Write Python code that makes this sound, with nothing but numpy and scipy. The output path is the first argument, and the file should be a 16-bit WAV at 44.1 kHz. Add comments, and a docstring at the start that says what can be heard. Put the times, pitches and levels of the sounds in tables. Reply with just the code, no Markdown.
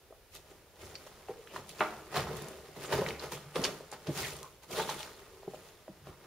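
"""A slow walk over a gritty floor in a narrow brick tunnel, with faint hiss throughout.
Dull knocks sound first, close to the hand-held microphone. Soles crush the grit, grains snap, shifting
weight rumbles and a hollow hum comes and goes. From 1.5 s the soles also rasp and thud; at 1.8 s a
loose brick clacks once. The steps are heaviest from 2 to 5 s, then lighten as the knocks return.
The vault rings after every step."""
import sys
import numpy as np
from scipy import signal
from scipy.io import wavfile

SR = 44100
rng = np.random.default_rng(int(sys.argv[2]) if len(sys.argv) > 2 else 0)


def to_wav(sig):
    """Store sig (one row per channel, or 1-D mono) as 16-bit WAV at the path in sys.argv[1].

    Samples outside -1..1 are clipped; the rate is SR.
    """
    pcm = np.clip(np.atleast_2d(sig), -1, 1) * 32767
    pcm = np.round(pcm).astype(np.int16)
    wavfile.write(sys.argv[1], SR, pcm.T)  # frames by channels


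N = 276066
TIME_S = np.arange(N) / SR
BAND_EDGES_HZ = 22 * 2 ** np.arange(0, 10, .5)

# Stereo image. Each row: frequency in Hz, left-right correlation.
CORRELATION = [(40, 0.73), (300, 0.94), (700, 0.89), (1400, 0.83), (2800, 0.5), (5500, 0.13),
               (10000, -0.017), (15000, 0.0076)]
# Faint steady background hiss, with a dip near 7.9 kHz. Each row: frequency in Hz, relative density in dB.
HISS_SPECTRUM = [(15, -34), (25, 1), (77, 4.5), (260, -12.5), (433, -1), (762, -9.5), (1300, -13),
                 (1530, -13), (4260, -16.5), (7300, -19.5), (7910, -24.5), (11800, -14.5), (15500, -25)]
# Spectra of a step's three parts. Each row: frequency in Hz, relative density in dB.
WEIGHT_SPECTRUM = [(25, -28), (60, -7.5), (100, -5), (150, -1.5), (220, -3), (300, -4), (420, 4),
                   (600, -4.5), (900, -12), (2000, -29)]
SCUFF_SPECTRUM = [(250, -13.5), (500, -3), (850, -0.5), (1300, -1), (2000, -6), (3200, -11.5),
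                  (5000, -13.5), (10000, -41)]
CRUNCH_SPECTRUM = [(1200, -51), (2500, 1.5), (4000, -4.5), (6000, -1), (9000, -5), (13000, -5.5),
                   (16000, -26)]
# Soft contacts. Each row: start in seconds, relative level in dB, pitch in Hz, rise in cycles.
CLOSE_KNOCKS = [(.106, -43.5, 470, 1.1), (.124, -44, 645, 1.14), (.514, -46, 390, 0.91),
                (1.066, -40.5, 555, 0.72), (1.285, -37.5, 730, 0.91), (1.293, -31.5, 452, 1.1),
                (1.303, -35.5, 467, 2.4), (1.359, -39, 474, 0.55), (5.432, -41.5, 660, .5),
                (5.475, -44.5, 187, 1.1), (5.477, -33, 395, 1.15), (5.536, -35.5, 600, 0.42),
                (5.544, -34.5, 537, 0.61), (5.879, -38, 590, 0.93), (5.888, -41, 318, 1.2),
                (5.895, -47, 192, 1.24)]
FOOT_THUDS = [(1.561, -28.5, 998, 1.9), (2.163, -27.5, 740, 4.1), (2.271, -25.5, 450, 0.55),
              (2.338, -35, 167, 0.79), (2.762, -38.5, 740, 0.85), (2.922, -27.5, 930, 3.6),
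              (2.983, -28.5, 411, 3.2), (3.016, -27.5, 537, 3.1), (3.320, -30, 970, 1.5),
              (3.560, -24, 486, 1.74), (3.593, -23, 223, 0.38), (3.805, -34.5, 460, 1.1),
              (3.926, -31.5, 860, 0.84), (4.079, -28.5, 156, 1.5), (4.082, -26.5, 332, 2.9),
              (4.704, -39, 690, 2.1), (4.786, -30, 630, 2), (4.795, -26, 906, 4), (4.891, -27, 880, 2.2),
              (6.069, -39.5, 667, 1.3)]
# Tunnel tail. Each row: frequency in Hz, T60 in seconds.
TAIL_T60 = [(100, 0.78), (400, 1), (900, 0.58), (2000, 0.5), (5000, 0.45), (14000, 0.88)]
# Standing waves and wall flutter. Each row: frequency in Hz, relative level in dB, T60 in seconds.
VAULT_MODES = [(71.4, 11.5, 0.75), (142.3, 10, 0.5), (153, 2.5, 0.36), (395, -8, 0.56), (440, -20, 0.84),
               (559, -5.5, 0.15), (637, -10, 0.18), (840, -7, 0.1), (1205, -11, 0.086), (1330, -29, 0.48),
               (1950, -9, 0.16), (2070, -15, 0.11), (2950, -15, .08), (3086, -3.5, 0.046),
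               (3390, -12, 0.065), (3680, -4, 0.12), (4130, 0, 0.06), (4690, 1.5, 0.082),
               (5570, -1.5, 0.15)]
# Feet shifting between treads. Each row: time in seconds, relative level in dB.
FOOT_SHUFFLE = [(0, -87), (.7, -69.5), (1.1, -62.5), (2.1, -59), (3.4, -58), (4.3, -62), (4.6, -77),
                (5.2, -60.5), (5.85, -66), (6.26, -66)]
# A sole presses into the grit. Each row: time of full load, 20 dB attack and 20 dB release in seconds,
# then relative levels of weight, scuff and crunch in dB.
SOLE_TREADS = [(0.354, 0.041, 0.061, -56, -57.5, -49.5), (.51, 0.15, 0.16, -58.5, -63.5, -63),
               (0.819, 0.084, 0.65, -51, -58, -55.5), (1.072, 0.019, 0.024, -68, -53, -55),
               (1.3, 0.054, 0.069, -54, -75, -61), (1.562, 0.073, 0.078, -43, -47.5, -51),
               (1.695, 0.044, 0.072, -57, -65, -50), (1.805, 0.085, 0.31, -46.5, -50.5, -50),
               (2.168, 0.055, .11, -33, -34, -40), (2.28, 0.056, 0.35, -41, -47, -73),
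               (2.36, 0.073, 0.41, -45.5, -54, -52), (2.765, 0.009, 0.13, -41.5, -52.5, -62),
               (2.839, 0.065, 0.09, -43.5, -46, -46.5), (2.929, 0.047, 0.16, -30, -35.5, -42),
               (3.09, 0.23, 0.1, -41, -45, -49), (3.234, 0.072, 0.12, -43, -45.5, -50),
               (3.323, 0.023, 0.092, -40.5, -45.5, -43), (3.557, 0.015, .15, -36, -39.5, -47.5),
               (3.647, 0.072, .14, -36.5, -43.5, -43), (3.931, 0.02, 0.031, -45.5, -45, -50),
               (4.072, 0.022, 0.051, -41.5, -47.5, -55), (4.19, 0.11, 0.23, -46, -44, -38.5),
               (4.255, 0.06, 0.095, -54, -51, -44), (4.335, 0.12, 0.16, -46.5, -60.5, -74),
               (4.635, .02, 0.036, -87, -57.5, -55.5), (4.716, 0.032, 0.45, -43, -55, -44),
               (4.786, 0.076, 0.11, -34, -38.5, -41.5), (4.894, 0.035, 0.12, -54, -42.5, -41),
               (5.0, .06, 0.14, -58, -48, -47.5), (5.07, .03, 0.19, -53, -58, -61.5),
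               (5.55, 0.11, .2, -55, -63, -58), (5.68, 0.17, 0.12, -73, -64.5, -58.5),
               (6.072, 0.027, 0.081, -49, -54, -61.5), (6.245, 0.11, .1, -58, -62, -85)]
# Larger grains breaking. Each row: start in seconds, relative level in dB, pitch in Hz,
# decay time in seconds, bandwidth in octaves.
GRAIN_SNAPS = [(0.351, -37, 5400, 0.0012, 2.2), (.953, -37, 4700, 0.0053, 0.43),
               (.9535, -40.5, 2200, 0.0042, .7), (1.473, -38.5, 1990, .002, .9),
               (1.693, -34.5, 4940, 0.0011, 2.1), (2.158, -27.5, 3280, .001, .66),
               (2.1716, -23, 3740, .001, 0.33), (2.368, -39, 7000, 0.0028, 2.1),
               (2.421, -38.5, 7800, .0022, 1.6), (2.484, -38, 7500, 0.0029, 1.1),
               (2.937, -33.5, 3000, .0027, 1.6), (3.0638, -25.5, 2280, 0.0018, 0.54),
               (3.087, -30.5, 3700, 0.0023, .9), (3.1058, -24.5, 2270, .0012, 0.43),
               (3.195, -39.5, 4380, 0.0061, 0.48), (3.319, -45, 6500, .017, 2.6),
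               (3.558, -27, 3430, 0.00055, 0.23), (3.6393, -17.5, 4100, 0.0013, 1.15),
               (3.643, -21, 5000, 0.0033, 0.85), (3.6499, -23, 2380, 0.0062, 2.4),
               (3.916, -38.5, 6500, .003, .94), (4.070, -41.5, 3150, 0.01, 1.5),
               (4.366, -39.5, 7000, .0022, 1.4), (4.43, -33, 5800, 0.0011, 1.8),
               (5.030, -27.5, 3300, .0009, 1.4)]
# Swelling resonances. Each row: time of peak in seconds, relative level in dB, pitch in Hz.
WEIGHT_RUMBLES = [(.86, -55, 82), (1.66, -58, 133), (2.23, -45, 126), (3.0, -42.5, 150), (4.195, -45, 117),
                  (4.31, -53, 80), (6.07, -54.5, 99)]
HOLLOW_HUMS = [(1.38, -57, 440), (3.42, -51.5, 145), (5.2, -61, 395), (5.38, -56.5, 410)]
SOLE_RASPS = [(1.51, -58, 2650), (2.865, -52, 7300), (3.16, -53, 2150), (3.24, -57, 4600),
              (3.335, -51, 2520), (3.345, -55, 6100), (3.567, -51, 9000), (4.2, -48, 4300),
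              (4.247, -41, 2010), (4.45, -48.5, 1040), (4.775, -45.5, 3830), (4.815, -43.5, 3700),
              (4.9, -45.5, 3550), (5.0, -51.5, 3740)]
# Loose brick. Each row: mode frequency in Hz, relative level in dB, T60 in seconds.
BRICK_MODES = [(223, -21, 0.2), (315, -19.5, 0.24), (450, -6, 0.019), (615, -14, 0.1), (737, -7.5, 0.038),
               (874, -5.5, 0.037), (1040, 3, 0.0088), (1177, -6.5, 0.047), (1370, 0.5, 0.014),
               (1470, -28, 0.087), (1967, -18, 0.096), (2080, 4, 0.0034), (2270, -11.5, 0.047),
               (2650, -9.5, 0.011), (3050, -13.5, 0.0092), (3320, -24.5, 0.059), (4000, -16, 0.0083)]


def from_db(db):
    return 10 ** (np.asarray(db) / 20)


def unit_rms(x):
    return x / np.sqrt(np.mean(x ** 2) + 1e-20)


def at_hz(table, hz):
    """Interpolate on a log-frequency axis."""
    points_hz, values = np.transpose(table)
    return np.interp(np.log(hz), np.log(points_hz), values)


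def add(track, start_s, sound):
    i = max(0, round(start_s * SR))
    track[..., i:i + sound.shape[-1]] += sound[..., :N - i]


def bandpass(x, low_hz, high_hz):
    sos = signal.butter(2, [low_hz, min(high_hz, .45 * SR)], "band", fs=SR, output="sos")
    return signal.sosfilt(sos, x + 1e-18)


def highpass(x, hz):
    return signal.sosfilt(signal.butter(2, hz, "high", fs=SR, output="sos"), x + 1e-18)


def stereo_bands(noise):
    """Yield centre in Hz and stereo signal per half octave, from two mid-side pairs."""
    for k, (low_hz, high_hz) in enumerate(zip(BAND_EDGES_HZ, BAND_EDGES_HZ[1:])):
        mid, side = bandpass(noise[k % 2], low_hz, high_hz)
        hz = np.sqrt(low_hz * high_hz)
        alike = at_hz(CORRELATION, hz)
        yield hz, np.sqrt((1 + alike) / 2) * mid + np.sqrt((1 - alike) / 2) * side * [[1], [-1]]


def coloured(noise, spectrum):
    """Shape white noise to a stereo spectrum at about the same rms."""
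    centres_hz = np.sqrt(BAND_EDGES_HZ[1:] * BAND_EDGES_HZ[:-1])
    power = np.sum(from_db(at_hz(spectrum, centres_hz)) ** 2 * np.diff(BAND_EDGES_HZ)) * 2 / SR
    return sum(from_db(at_hz(spectrum, hz)) * band for hz, band in stereo_bands(noise)) / np.sqrt(power)


def ringing_noise(hz, octaves, samples):
    """Noise in one resonance, wider in stereo with pitch; rms 1."""
    mid, side = rng.standard_normal((2, samples + 2048))
    stereo = mid + min(hz / 7000, 1) * side * [[1], [-1]]
    edge_ratio = 2 ** (octaves / 2)
    return unit_rms(bandpass(stereo, hz / edge_ratio, hz * edge_ratio)[:, -samples:])


def swells(table, sigma_s, octaves):
    """Resonant noise under Gaussian envelopes."""
    out, t = np.zeros((2, N)), TIME_S[:SR // 2]
    for peak_s, db, hz in table:
        start_s = max(0, peak_s - .25)
        envelope = np.exp(-.5 * ((start_s + t - peak_s) / sigma_s) ** 2)
        add(out, start_s, from_db(db) * ringing_noise(hz, octaves, len(t)) * envelope)
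    return out


def soft_blows(table, overtone_ratio, overtone_db, rattle_gain):
    """Soft contacts swell and die within cycles, with one overtone and some rattle."""
    out, t = np.zeros(N), TIME_S[:SR // 8]
    for start_s, db, hz, rise_cycles in table:
        rise_s = rise_cycles / hz
        overtone = np.sin(2 * np.pi * overtone_ratio * hz * t) * np.exp(-t / (2 * rise_s))
        body = np.sin(2 * np.pi * hz * t) + from_db(overtone_db) * overtone
        rattle = unit_rms(bandpass(rng.standard_normal(len(t)), hz / 2, hz * 1.54))
        envelope = t / rise_s * np.exp(1 - t / rise_s)
        add(out, start_s, from_db(db) * highpass((body + rattle_gain * rattle) * envelope, hz / 2))
    return out


def hiss(level_db=-61):
    """Faint steady background noise."""
    return from_db(level_db) * coloured(rng.standard_normal((2, 2, N)), HISS_SPECTRUM)


def knocks():
    """Dull contacts close to the microphone."""
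    return soft_blows(CLOSE_KNOCKS, overtone_ratio=1.68, overtone_db=-10, rattle_gain=.32)


def tunnel(x, early_db=-7, early_t60_s=.16, late_db=-11):
    """Near walls return a dense cluster; a longer tail and standing waves follow."""
    t, response = TIME_S[:SR], np.zeros((2, SR))
    for hz, band in stereo_bands(rng.standard_normal((2, 2, SR))):
        early = from_db(early_db) * unit_rms(from_db(-60 * t / early_t60_s))
        late = from_db(late_db) * unit_rms(from_db(-60 * t / at_hz(TAIL_T60, hz)))
        response += band * np.hypot(early, late) * (t > .003) / np.sqrt(SR)
    for hz, db, t60_s in VAULT_MODES:
        mode = from_db(db - 60 * t / t60_s) * np.cos(2 * np.pi * hz * t)
        response += mode * 2 * np.log(1000) / (t60_s * SR)   # gain at resonance independent of T60
    return signal.fftconvolve(x[None], response, axes=1)[:, :N]


def tread_loads(settle_db=-23, settle_20db_s=.53):
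    """Weight, scuff and crunch gains: each tread swells, lets go and leaves the grit settling."""
    shuffle_db = np.interp(TIME_S, *np.transpose(FOOT_SHUFFLE))
    power = from_db(shuffle_db + np.array([[-2.5], [-3.5], [-4.5]])) ** 2
    for peak_s, attack_s, release_s, *parts_db in SOLE_TREADS:
        before_s, after_s = np.maximum(peak_s - TIME_S, 0), np.maximum(TIME_S - peak_s, 0)
        rise = from_db(-20 * before_s / attack_s)
        release = from_db(-20 * after_s / release_s)
        settling = from_db(settle_db - 20 * after_s / settle_20db_s)
        power += np.outer(from_db(parts_db), rise * np.hypot(release, settling)) ** 2
    return np.sqrt(power)


def grains(rate_per_s, spread_db, decay_s, rub_gain):
    """Tiny uneven fractures, each a dying burst, over smooth rubbing; rms 1."""
    onsets = rng.random(N) < rate_per_s / SR
    sizes = from_db(spread_db * np.minimum(rng.exponential(1, N), 4))
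    energy = signal.lfilter([1], [1, -np.exp(-2 / (decay_s * SR))], onsets * sizes ** 2 + 1e-18)
    envelope = np.sqrt(energy / energy.mean() + rub_gain ** 2)
    return unit_rms(envelope * rng.standard_normal((2, 2, N)))


def chips(rate_per_s=160, low_hz=2300, high_hz=11000, pitches=14, t60_cycles=38, spread_db=1.5):
    """Small chips tick at random times and stereo positions, each ringing briefly; rms 1."""
    out = np.zeros((2, N))
    for hz in np.geomspace(low_hz, high_hz, pitches):
        onsets = rng.random(N) < rate_per_s / pitches / SR
        clicks = onsets * rng.standard_normal((2, N)) * from_db(spread_db * rng.standard_normal(N))
        radius = np.exp(-np.log(1000) * hz / (t60_cycles * SR))
        resonator = [1, -2 * radius * np.cos(2 * np.pi * hz / SR), radius ** 2]
        out += signal.lfilter([1, 0, -1], resonator, clicks + 1e-18)
    return unit_rms(out)


def soles():
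    """Weight rolls over coarse crumbs, the sole drags, fine grit is crushed and chips tick."""
    weight, scuff, crunch = tread_loads()
    crumbs = grains(rate_per_s=270, spread_db=4, decay_s=.0042, rub_gain=.92)
    drag = grains(rate_per_s=500, spread_db=2, decay_s=.0021, rub_gain=.55)
    sand = grains(rate_per_s=1500, spread_db=3, decay_s=.0005, rub_gain=.7)
    return (from_db(-2) * coloured(weight * crumbs, WEIGHT_SPECTRUM)
            + from_db(1) * coloured(scuff * drag, SCUFF_SPECTRUM)
            + from_db(-1) * coloured(crunch * sand, CRUNCH_SPECTRUM)
            + from_db(-8) * crunch * chips())


def snaps(crack_db=-6, splinters_db=-1):
    """A grain breaks with one crack; its splinters crumble for milliseconds."""
    out, t = np.zeros((2, N)), TIME_S[:SR // 12]
    for start_s, db, hz, decay_s, octaves in GRAIN_SNAPS:
        edge_ratio = 2 ** (octaves / 2)
        crack = bandpass(signal.unit_impulse(len(t)), hz / edge_ratio, hz * edge_ratio)
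        crack *= from_db(crack_db) / abs(crack).max()
        envelope = np.exp(-t / decay_s) * (1 - np.exp(-t * hz))
        splinters = from_db(splinters_db) * ringing_noise(hz, octaves, len(t)) * envelope
        add(out, start_s, from_db(db) * (crack + splinters))
    return out


def rumbles():
    """Low swells as the weight shifts."""
    return from_db(-3) * swells(WEIGHT_RUMBLES, sigma_s=.043, octaves=1.1)


def hums():
    """A hollow hum swells and fades."""
    return from_db(.5) * swells(HOLLOW_HUMS, sigma_s=.08, octaves=.25)


def rasps():
    """The sole catches on grit; friction feeds one resonance."""
    return from_db(-.5) * swells(SOLE_RASPS, sigma_s=.016, octaves=.39)


def thuds():
    """Heel and ball meet the floor."""
    return from_db(-4) * soft_blows(FOOT_THUDS, overtone_ratio=1.81, overtone_db=-4, rattle_gain=.46)


def brick(start_s=1.8067, gain_db=-18.5, low_cut_hz=270):
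    """A brick tips underfoot; one hard contact rings all modes. So small a body radiates no bass."""
    out, t = np.zeros(N), TIME_S[:SR // 2]
    for k, (hz, db, t60_s) in enumerate(BRICK_MODES):
        envelope = from_db(gain_db + db - 60 * t / t60_s)
        add(out, start_s, (-1) ** k * envelope * np.sin(2 * np.pi * hz * t))
    return highpass(out, low_cut_hz)


def scene():
    """Feet, knocks and brick ring in the tunnel, the brick most; hiss and hums stay dry."""
    feet = soles() + snaps() + thuds() + rasps() + rumbles()
    near = knocks()
    clack = brick()
    background = hiss() + hums()
    echo = tunnel(feet.mean(axis=0) + from_db(8.5) * clack + from_db(-.5) * near)
    return feet + near + clack + echo + background


def record(dry, notch_hz=7900, notch_q=28, cutoff_hz=15650):
    """Microphone: right side slightly brighter, one narrow notch, steep top cut."""
    treble = signal.lfilter([.85, -.85], [1, -.7], dry)
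    tilted = dry + .06 * treble * [[-1], [1]]
    notched = signal.lfilter(*signal.iirnotch(notch_hz, notch_q, fs=SR), tilted)
    return signal.sosfilt(signal.ellip(10, .1, 70, cutoff_hz, fs=SR, output="sos"), notched)


dry = scene()
out = record(dry)
to_wav(out)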